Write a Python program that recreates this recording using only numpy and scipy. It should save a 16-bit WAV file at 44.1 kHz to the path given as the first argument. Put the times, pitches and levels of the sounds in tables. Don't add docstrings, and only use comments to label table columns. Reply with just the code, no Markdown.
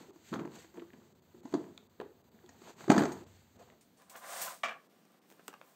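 import sys
import numpy as np
from scipy import signal
from scipy.fft import rfft, irfft, next_fast_len
from scipy.io import wavfile
from scipy.ndimage import uniform_filter1d, map_coordinates

SR = 44100
rng = np.random.default_rng(int(sys.argv[2]) if len(sys.argv) > 2 else 0)


def linear_from_db(decibels):
    return 10 ** (np.asarray(decibels, float) / 20)


def bounce(signal):
    frames = np.transpose(np.atleast_2d(signal))
    limited = np.clip(frames, -1, 1)
    pcm = np.round(limited * 32767).astype(np.int16)
    wavfile.write(sys.argv[1], SR, pcm)


N = 253575
TIME = np.arange(N) / SR
EVENT_TIME = np.arange(SR // 4) / SR

# (frequency [Hz], width [Hz], level [dB])
TOOL_MODES = [(482, 60, 2), (684, 80, 3.5), (843, 113, 2.5), (973, 110, 3.5), (1210, 310, -2.5),
              (1630, 370, -6.5), (2034, 200, -12), (2360, 130, -13), (3380, 2200, -19.5)]
# (frequency [Hz], width [Hz], level [dB])
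BARREL_MODES = [(237, 39, -14.5), (490, 90, -14), (658, 97, -5), (777, 120, -7.5), (1145, 97, 0),
                (1380, 226, -7.5), (1700, 290, -7), (2346, 137, -4), (2800, 540, -12), (3650, 670, -13.5),
                (4220, 1530, -21.5)]
# (frequency [Hz], level [dB per Hz])
CRACK_SPECTRUM = [(900, -40), (1800, 4.5), (3200, -18.5), (4400, -3), (6800, -1.5), (8500, -12),
                  (12000, -37.5), (16000, -38.5)]
# (frequency [Hz], level [dB per Hz])
SLIDE_SPECTRUM = [(1200, -19), (2000, -9), (3400, -10), (5500, -8), (7500, -4), (9400, -4), (12000, -12),
                  (13000, -42)]
# (frequency [Hz], level [dB per Hz])
SHEEN_SPECTRUM = [(10500, -59), (12300, 2.5), (13500, -7), (15000, -6), (16000, -0.5)]
# (time [s], peak [dB], snap [dB], t60 [s])
GUN_LANDING = [
    (4.634, -20.5, -27, 0.023),
    (4.6367, -21, -14, 0.041),
    (4.644, -28.5, -8, 0.057),
    (4.657, -28.5, -13, 0.072),
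    (4.684, -28, -22, 0.033),
    (4.692, -30.5, -20, 0.05),
    (4.71, -32.5, -32, 0.047),
    (4.728, -41, -22, 0.057),
]
LANDED_S = GUN_LANDING[0][0]


def unit(x):
    return x / np.sqrt(np.mean(x ** 2) + 1e-20)


def peak(x):
    return x / np.abs(x).max()


def add(track, s, sound):
    part = track[round(s * SR):][:len(sound)]
    part += sound[:len(part)]


def along(points, hz):
    f, db = np.transpose(points)
    return linear_from_db(np.interp(np.log(hz + 1), np.log(f + 1), db))


def filtered(x, response):
    m = next_fast_len(len(x) + SR // 16)
    return irfft(rfft(x, m) * response(np.fft.rfftfreq(m, 1 / SR)), m)[:len(x)]


def coloured(x, points):
    return filtered(x, lambda f: along(points, f))


def ringing(modes):
    top_hz = 1.35 * max(hz for hz, _, _ in modes)

    def response(f):
        total = 0
        for k, (hz, width, db) in enumerate(modes):
            damping = 1j * f * width
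            total = total + (-1) ** k * linear_from_db(db) * damping / (hz * hz - f * f + damping)
        return total / (1 + 1j * f / top_hz)
    return response


def grit(rate, spread_db):
    knots = rng.standard_normal(N // 20 + 4)
    level = map_coordinates(knots, [np.arange(N) * min(rate, 2000) / SR], order=1)
    return linear_from_db(spread_db * level) * rng.standard_normal(N)


def puff(t, t60):
    return linear_from_db(-60 * t / t60) * rng.standard_normal(len(t))


def strike(t, t60, edge):
    return puff(t, t60) + edge * (t == t[t > 0][0])


def swells(rows):
    power = 0
    for s, db, rise, fall in rows:
        away = np.maximum((s - TIME) / abs(rise), (TIME - s) / abs(fall))
        power = power + linear_from_db(db - 20 * away) ** 2
    return np.sqrt(power)


def raised(rows):
    return [(s, db + over_db, rise, fall) for s, db, rise, fall, over_db in rows]


def shop(x, wet_db, reach=1):
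    # (frequency [Hz], t60 [s])
    room_decay = [(80, 0.083), (250, 0.43), (1000, 0.47), (4000, 0.33), (12000, 0.17)]
    hz, t, z = signal.stft(rng.standard_normal(SR // 4), SR, nperseg=256)
    room_hz, room_s = np.transpose(room_decay)
    t60 = reach * np.interp(np.log(hz + 1), np.log(room_hz), room_s)
    tail = signal.istft(z * linear_from_db(-60 * t / t60[:, None]), SR, nperseg=256)[1]
    tail *= 1 - np.exp(-np.arange(len(tail)) / SR / 0.001)
    return x + linear_from_db(wet_db) * signal.fftconvolve(x, tail / np.linalg.norm(tail))[:len(x)]


def fade():
    # (start [s], end [s])
    change = (3.7, 4.2)
    return np.pi / 2 * np.clip((TIME - change[0]) / (change[1] - change[0]), 0, 1)


def air(spectrum, db):
    return linear_from_db(db) * unit(coloured(grit(8, spread_db=1), spectrum))


def handling():
    # (time [s], hiss [dB], rise [s], fall [s], stirred load over hiss [dB])
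    rubs = [(.002, -60.5, .05, 0.2, 1), (.29, -57, 0.13, 0.18, -9), (0.568, -52.5, 0.076, 0.14, -7),
            (.76, -68, 0.036, 0.23, 4.5), (1.05, -71.5, 0.45, 0.32, -7), (1.52, -65, 0.31, 0.52, 0.5),
            (2.55, -75, 0.85, 0.18, 5.5), (2.698, -56.5, 0.18, 0.066, 0), (2.803, -56, 0.071, 0.3, 0.5),
            (3.02, -52, 0.16, 0.257, 1.5), (3.348, -68, 0.54, 0.47, -9.5), (3.594, -64.5, 0.078, 0.21, 2.5),
            (3.71, -73.5, 0.12, 0.12, 8.5)]
    # (time [s], boom [dB], rattle over boom [dB], fall by 20 dB [s])
    jolts = [(.35, -40, -3, 0.11), (.415, -44, -10, 0.17), (0.465, -52.5, -7.5, 0.02),
             (0.779, -49.5, -12, 0.09), (0.94, -62.5, -5.5, -0.65), (1.349, -59, -20, -0.4),
             (1.55, -45.5, -15, 0.25), (2.011, -54, 2, -0.12), (2.915, -29, -1, 0.1942),
             (3.0, -34.5, 4, 0.16), (3.12, -44, -17, 0.05)]
    # (frequency [Hz], width [Hz], level [dB])
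    shell_modes = [(174.2, 90, -3), (254, 20, 0), (345, 24, -1), (415.4, 136, -3.5)]
    # (frequency [Hz], level [dB per Hz])
    glove_spectrum = [(900, -24), (1500, 1.5), (3300, -1), (4500, -0.5), (7400, 0), (12000, -18),
                      (16000, -20.5)]
    # (frequency [Hz], level [dB per Hz])
    bench_spectrum = [(30, -18), (60, -14.5), (75, -3.5), (100, -4.5), (130, -24.5), (200, -60.5)]
    jolt_rise_s, rattle_falls = 0.02, 0.6
    boom_jolts = [(s, db, jolt_rise_s, fall) for s, db, _, fall in jolts]
    rattle_jolts = [(s, db + over_db, jolt_rise_s, rattle_falls * fall) for s, db, over_db, fall in jolts]
    boom = unit(filtered(grit(70, spread_db=2.5), ringing(shell_modes)))
    rattle = unit(filtered(grit(150, spread_db=4), ringing(TOOL_MODES)))
    hiss = unit(coloured(grit(120, spread_db=1.0), glove_spectrum))
    bench = unit(coloured(grit(3.3, spread_db=-2.0), bench_spectrum))
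    rumble_gain = linear_from_db(-66.5) * np.cos(fade()) + swells([(3.15, -53, .35, .5)])
    out = swells(raised(rubs) + boom_jolts) * boom
    out += swells(raised(rubs) + rattle_jolts) * rattle
    out += swells([row[:4] for row in rubs]) * hiss
    return out + rumble_gain * bench


def case_knocks():
    # (time [s],
    # peak [dB], wall pitch [Hz], t60 [s], hardness [dB])
    wall_knocks = [(0.009, -45, 310, 0.031, -37), (0.04, -57, 433, 0.036, -35), (0.064, -54, 322, 0.04, -34),
                   (0.084, -49, 400, 0.035, -30), (0.094, -45, 356, 0.046, -37),
                   (0.104, -44.5, 391, 0.055, -28), (0.157, -50.5, 326, 0.074, -8.5),
                   (0.318, -32, 214, 0.075, -44), (0.325, -31.5, 291, 0.052, -33),
                   (0.331, -26, 330, 0.016, -21), (0.34, -27, 240, 0.032, -17.5), (0.357, -32, 262, 0.015, -24),
                   (0.391, -28.5, 295, 0.015, -25), (0.4, -29.5, 280, 0.014, -27),
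                   (0.409, -34, 333, 0.081, -36), (0.451, -31, 308, 0.041, -24), (0.474, -45, 250, 0.035, -24),
                   (0.584, -55, 480, 0.083, -18), (0.644, -52.5, 327, 0.15, -1),
                   (0.74, -50.5, 352, 0.086, -8.5), (0.76, -49, 363, 0.065, -26), (0.773, -44, 340, 0.035, -24),
                   (0.7792, -38, 344.6, 0.15, -26), (0.82, -35.5, 345, 0.052, -36), (0.935, -45, 254, 0.1, -20),
                   (1.345, -43, 349, 0.086, -42), (1.452, -34.5, 269, 0.057, -21.5),
                   (1.523, -41, 268, 0.057, -11), (1.538, -18.5, 341, 0.031, -22), (1.548, -20, 285, 0.04, -31),
                   (2.0, -29, 408, 0.024, -37), (2.014, -39.5, 420, 0.049, -40), (2.028, -39, 398, 0.04, -45),
                   (2.05, -47, 413.5, 0.2, -46.5), (2.06, -46, 397, 0.08, -45),
                   (2.344, -48.5, 225, 0.049, -25), (2.439, -51.5, 357.6, 0.13, -19),
                (2.489, -54, 273, 0.11, 6.5), (2.616, -46.5, 364, 0.054, -11), (2.691, -47, 345, 0.065, -9),
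                (2.806, -45.5, 345, 0.08, -4), (2.839, -40.5, 160, 0.018, -11.5),
                (2.879, -23.5, 357, 0.071, -25.5), (2.894, -22.5, 300, 0.016, -17.5),
                (2.8993, -5.5, 249.2, 0.032, -17.5), (2.914, -13, 327, 0.06, -13),
                (2.92, -23.5, 388, 0.059, -8.5), (2.928, -20.5, 213, 0.052, -32),
                (2.945, -27, 249.7, 0.05, -11.5), (2.961, -21.5, 331, 0.08, -13.5),
                (2.977, -14.5, 209, 0.047, -11.5), (2.989, -19.5, 283, 0.045, -16),
                (3.007, -18.5, 275, 0.058, -25), (3.02, -15.5, 281, 0.02, -23),
                (3.034, -22, 267, 0.03, -13), (3.052, -21.5, 342, 0.04, -13.5),
                (3.088, -32, 330, 0.084, -35.5), (3.118, -37, 357, 0.035, -2),
                (3.597, -51.5, 497, 0.069, -28.5),
                   (3.61, -50.5, 689, 0.093, -16),
        (3.698, -57, 615, 0.32, -16),
    ]
    padded_hz = 6500
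    out, t = np.zeros(N), EVENT_TIME
    late = np.maximum(t - .002, 0)

    def muffled_tools(f):
        return ringing(TOOL_MODES)(f) / (1 + 1j * f / padded_hz)

    for s, db, hz, t60, crack_db in wall_knocks:
        soft_start = 1 - np.exp(-t / 0.0014)
        wall = peak(np.sin(2 * np.pi * hz * t) * linear_from_db(-60 * t / t60) * soft_start)
        rattle = peak(filtered((late > 0) * strike(late, 0.014, edge=5.9), muffled_tools))
        crack = peak(coloured((late > 0) * strike(late, 0.037, edge=0.63), CRACK_SPECTRUM))
        rattle_db = 3.5 + .4 * crack_db
        knock = wall + linear_from_db(rattle_db) * rattle + linear_from_db(crack_db + 5.0) * crack
        add(out, s, shop(linear_from_db(db - 3.0) * knock, wet_db=-9.0))
    return out


def latch_ticks():
    # (time [s], peak [dB], pitch [Hz])
    small_ticks = [(0.339, -26.5, 1250), (0.339, -34, 3300), (0.329, -30, 1050), (0.359, -32, 1100),
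                   (0.391, -37.5, 1290), (0.401, -51, 2200), (0.396, -33, 970), (0.451, -40.5, 1500),
                   (0.537, -49, 800), (0.645, -46, 1450), (0.758, -49, 970), (0.801, -44, 1690),
                   (0.8198, -43, 1100), (0.885, -63, 1500), (0.944, -57, 900), (2.002, -34.5, 920),
                   (2.001, -36.5, 1900), (2.002, -48.5, 3300), (2.0033, -48, 2460), (2.039, -55, 1900),
                   (0.476, -40, 1000), (0.519, -47, 1960), (0.7735, -43, 1400), (0.7965, -40.5, 1750),
                   (0.904, -47, 1720), (0.9337, -44.5, 1720), (1.6422, -48, 1630), (1.7771, -33, 3620),
                   (1.778, -41.5, 1400), (2.3898, -52.5, 1630), (2.462, -46, 3450), (2.491, -52, 1350),
                   (2.709, -50, 1394), (2.792, -57, 1560), (2.808, -41.5, 1190), (3.701, -46, 1960)]
    out, brief = np.zeros(N), EVENT_TIME[:SR // 40]
    for s, db, hz in small_ticks:
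        part = ringing([(hz, 400, 0), (1.88 * hz, 1800, -9)])
        add(out, s, linear_from_db(db - 3.0) * peak(filtered(strike(brief, 0.0042, edge=3.4), part)))
    return shop(out, wet_db=-12.0)


def steel_clinks():
    # (frequency [Hz], level [dB])
    steel_partials = [(6470, -0.5), (6860, -3.5), (7490, -11.5), (8200, 0), (11800, -19.5), (12900, -20.5),
                      (13630, -19), (14900, -20)]
    # (time [s], level [dB], t60 [s])
    meetings = [
        (2.899, -51.5, .04),
        (2.917, -51, 0.045),
        (2.983, -48, .12),
        (2.994, -52.5, 0.064),
        (3.045, -67, 0.11),
        (3.078, -66.5, 0.14),
        (3.12, -53, 0.1),
        (3.153, -75, 0.15),
    ]
    out, t = np.zeros(N), EVENT_TIME
    for s, db, t60 in meetings:
        ring = np.zeros(len(t))
        for hz, level in steel_partials:
            gain = linear_from_db(level + rng.normal(0, 2.2))
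            ring += gain * np.sin(2 * np.pi * hz * (1 + .006 * rng.normal()) * t)
        rough = 1 + .3 * rng.standard_normal(len(t))
        add(out, s, linear_from_db(db - 60 * t / t60) * ring * rough)
    return shop(out, wet_db=-12.0)


def gun_slips():
    # (time [s], peak [dB], top hiss [dB], t60 [s], nozzle ring [dB])
    sudden_slips = [
        (3.81, -54.5, -12, 0.17, -11),
        (3.972, -58.5, -11, 0.76, -11),
        (4.0972, -44.5, -4, 0.28, -16),
        (4.1611, -45, 0.5, 0.26, -14),
        (4.2547, -51, -17, 0.28, -12),
        (4.4143, -34.5, -5, 0.13, -0.5),
    ]
    # (frequency [Hz], width [Hz], level [dB])
    nozzle_modes = [(12430, 35, 0), (12680, 30, -6), (13300, 60, -6), (8870, 60, -9)]
    out, t = np.zeros(N), EVENT_TIME
    for s, db, top_db, t60, ring_db in sudden_slips:
        hiss = peak(coloured(puff(t, t60), SLIDE_SPECTRUM))
        top = peak(coloured(puff(t, t60), SHEEN_SPECTRUM))
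        ring = peak(filtered(puff(t, .2), ringing(nozzle_modes)))
        ring_gain = linear_from_db(ring_db + 0.68 * (db + 29.5))
        add(out, s, linear_from_db(db) * (hiss + linear_from_db(top_db) * top + ring_gain * ring))
    return out


def effort():
    # (time [s], level [dB])
    stroke = [
        (3.9, -101),
        (4.028, -60.5),
        (4.052, -77.5),
        (4.166, -50),
        (4.205, -62),
        (4.235, -49.5),
        (4.4, -44.5),
        (4.52, -47.5),
        (4.625, -78),
    ]
    # (time [s], hiss [dB], time to lose 20 dB [s], top hiss over hiss [dB])
    sweep = (4.4, -44, .19, -6)
    # (time [s], hiss [dB], rise [s], fall [s], top hiss over hiss [dB])
    scuff = (4.418, -44, .008, .08, 3)
    # (time [s], body [dB], rise [s], fall [s], hiss over body [dB])
    chatter = (4.5, -43, 10, 0.15, -22)
    # (time [s], hiss [dB], rise [s], fall [s], body over hiss [dB])
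    grip_shifts = [
        (4.95, -83.5, 0.44, 0.44, 9.5),
        (5.141, -83.5, 0.15, 0.25, 12),
        (5.308, -69, 0.054, 0.1, -6),
        (5.406, -86.5, 0.22, 0.18, 14.5),
        (5.48, -70, 0.12, 0.13, -10),
        (5.69, -71, 0.17, 0.28, 1),
    ]
    stroke_s, stroke_db = np.transpose(stroke)
    pressure = linear_from_db(np.interp(TIME, stroke_s, stroke_db, -120, -120))
    fastest_s, speed_db, width_s, sheen_db = sweep
    speed = linear_from_db(speed_db - 20 * ((TIME - fastest_s) / width_s) ** 2)
    landed = TIME > LANDED_S
    grips = swells([row[:4] for row in grip_shifts])
    body = pressure + landed * swells([chatter[:4]]) + swells(raised(grip_shifts))
    hiss = speed + swells([scuff[:4]]) + landed * swells(raised([chatter])) + grips
    top = linear_from_db(sheen_db) * speed + swells(raised([scuff])) + linear_from_db(1.5) * grips
    return body, hiss, top


def gun_drag():
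    # (frequency [Hz], width [Hz], level [dB])
    gun_modes = [(531.5, 63, -1), (681, 46, 3.5), (787, 40, 2.5), (1019, 51, 3.5), (1190, 58, 2.5),
                 (1400, 140, -3), (1650, 270, -4), (2200, 600, -10), (3510, 860, -12), (3970, 1200, -18.5)]
    body_gain, hiss_gain, top_gain = effort()
    sliding = abs(TIME - LANDED_S - .09) > .09
    body = unit(filtered(grit(110, spread_db=2.0), ringing(gun_modes)))
    barrel = unit(filtered(grit(110, spread_db=2.0), ringing(BARREL_MODES)))
    out = body_gain * np.where(sliding, body, barrel)
    out += hiss_gain * unit(coloured(grit(300, spread_db=1), SLIDE_SPECTRUM))
    return out + top_gain * unit(coloured(grit(300, spread_db=1), SHEEN_SPECTRUM))


def nozzle_taps():
    # (time [s], peak [dB], snap [dB], t60 [s], thud [dB])
    lid_contacts = [(3.999, -54.5, -17, 0.012, -27), (4.021, -59, 7, 0.011, -19),
                    (4.155, -41, -17, 0.039, -17.5), (4.479, -36, -17, 0.07, -19),
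                    (5.053, -64, 5, 0.0126, -2), (5.12, -68.5, 9.5, 0.012, -18),
                    (5.143, -63, -19.5, 0.012, -10), (5.302, -57, 8, 0.012, -18),
                    (5.314, -50, -5.5, 0.012, -5), (5.324, -56, 5, 0.011, 1), (5.394, -48.5, -25, 0.04, -3),
                    (5.481, -32, 1.5, 0.009, -33.5), (5.486, -47.5, -21, 0.013, 6),
                    (5.529, -47.5, -9, 0.027, -10.5), (5.539, -43, -8, 0.018, -18),
                    (5.614, -38.5, -34, 0.0095, -22)]
    # (frequency [Hz], width [Hz], level [dB])
    lid_modes = [(800, 830, -4), (1626, 270, 0), (2610, 530, -11)]
    # (frequency [Hz], level [dB per Hz])
    snap_spectrum = [(1500, -31), (2500, -2.5), (4600, -8.5), (7700, -1.5), (11000, -37), (15000, -10)]
    thud_modes = [(275, 93, -7.5), (450, 190, -5.5)]
    out, t = np.zeros(N), EVENT_TIME
    for s, db, snap_db, t60, thud_db in lid_contacts:
        lid = peak(filtered(strike(t, t60, edge=4.1), ringing(lid_modes)))
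        snap = peak(coloured(strike(t, 0.00264, edge=8.2), snap_spectrum))
        thud = peak(filtered(strike(t, 0.0024, edge=11.0), ringing(thud_modes)))
        tap = lid + linear_from_db(snap_db + 9.5) * snap + linear_from_db(thud_db - 1.5) * thud
        add(out, s, shop(linear_from_db(db + 1.0) * tap, wet_db=-9.5, reach=0.47))
    return out


def gun_clunks():
    out, t = np.zeros(N), EVENT_TIME
    for s, db, snap_db, t60 in GUN_LANDING:
        barrel = peak(filtered(strike(t, t60, edge=8.3), ringing(BARREL_MODES)))
        snap = peak(coloured(puff(t, t60), CRACK_SPECTRUM))
        clunk = barrel + linear_from_db(snap_db + 1) * snap
        add(out, s, shop(linear_from_db(db - 1.5) * clunk, wet_db=-5.0, reach=0.57))
    return out


def scene():
    # (frequency [Hz], level [dB per Hz])
    first_air = [(60, -21.5), (130, -0.5), (250, -0.5), (400, -6.5), (800, -12.5), (1500, -17.5),
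                 (2600, -21.5), (4200, -18.5), (7400, -23), (12000, -31), (16000, -23.5)]
    second_air = [(60, -26), (110, -0.5), (180, 3), (300, 0), (500, -4), (1160, -13.5), (3000, -16),
                  (8900, -21.5), (13000, -23.5), (16000, -28.5)]
    # (frequency [Hz], level [dB])
    first_mic = [(30, -18.5), (80, -11), (140, 0.5), (4750, -1.5), (4950, -10), (5900, -8), (6200, -1),
                 (8500, -1.5), (8800, -12.5), (11400, -12), (11700, 6), (15700, 1.5), (15950, -42.5)]
    second_mic = [(30, -9), (125, -9.5), (175, 0), (9400, -1.5), (9700, -10), (12000, -7), (12300, 1.5),
                  (15700, 3), (15950, -42)]
    turn = fade()
    first = np.cos(turn) * air(first_air, db=-68.0) + handling()
    first += case_knocks() + latch_ticks() + steel_clinks()
    second = np.sin(turn) * air(second_air, db=-67.0)
    second += gun_slips() + gun_drag() + nozzle_taps() + gun_clunks()
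    return (coloured(first, first_mic) + coloured(second, second_mic))[None]


def top_cut(x):
    return signal.sosfilt(signal.butter(12, 16430, fs=SR, output="sos"), x)


def record(dry):
    # (time [s], loss [dB])
    treble_gaps = [(.12, -9), (.575, -6), (1.14, -9), (1.21, -9), (1.42, -11), (1.885, -12), (2.23, -9),
                   (2.305, -9), (2.755, -6), (3.255, -9), (3.58, -9), (4.885, -8), (5.205, -10)]
    # (start [s], end [s], low edge [Hz], high edge [Hz])
    lost_band = (2.93, 3.16, 10300, 11350)
    gap_s = .022
    loss_db = sum(db * (abs(TIME - s) < gap_s / 2) for s, db in treble_gaps)
    treble = filtered(dry[0], lambda f: 1 / (1 + (1500 / (f + 1)) ** 4))
    kept = dry + (linear_from_db(uniform_filter1d(loss_db, size=60)) - 1) * treble
    start, end, low_hz, high_hz = lost_band
    band = filtered(dry[0], lambda f: (f > low_hz) & (f < high_hz))
    lost = uniform_filter1d(1. 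* ((TIME > start) & (TIME < end)), size=400)
    return top_cut(kept - lost * band)


dry = scene()
out = record(dry)
bounce(out)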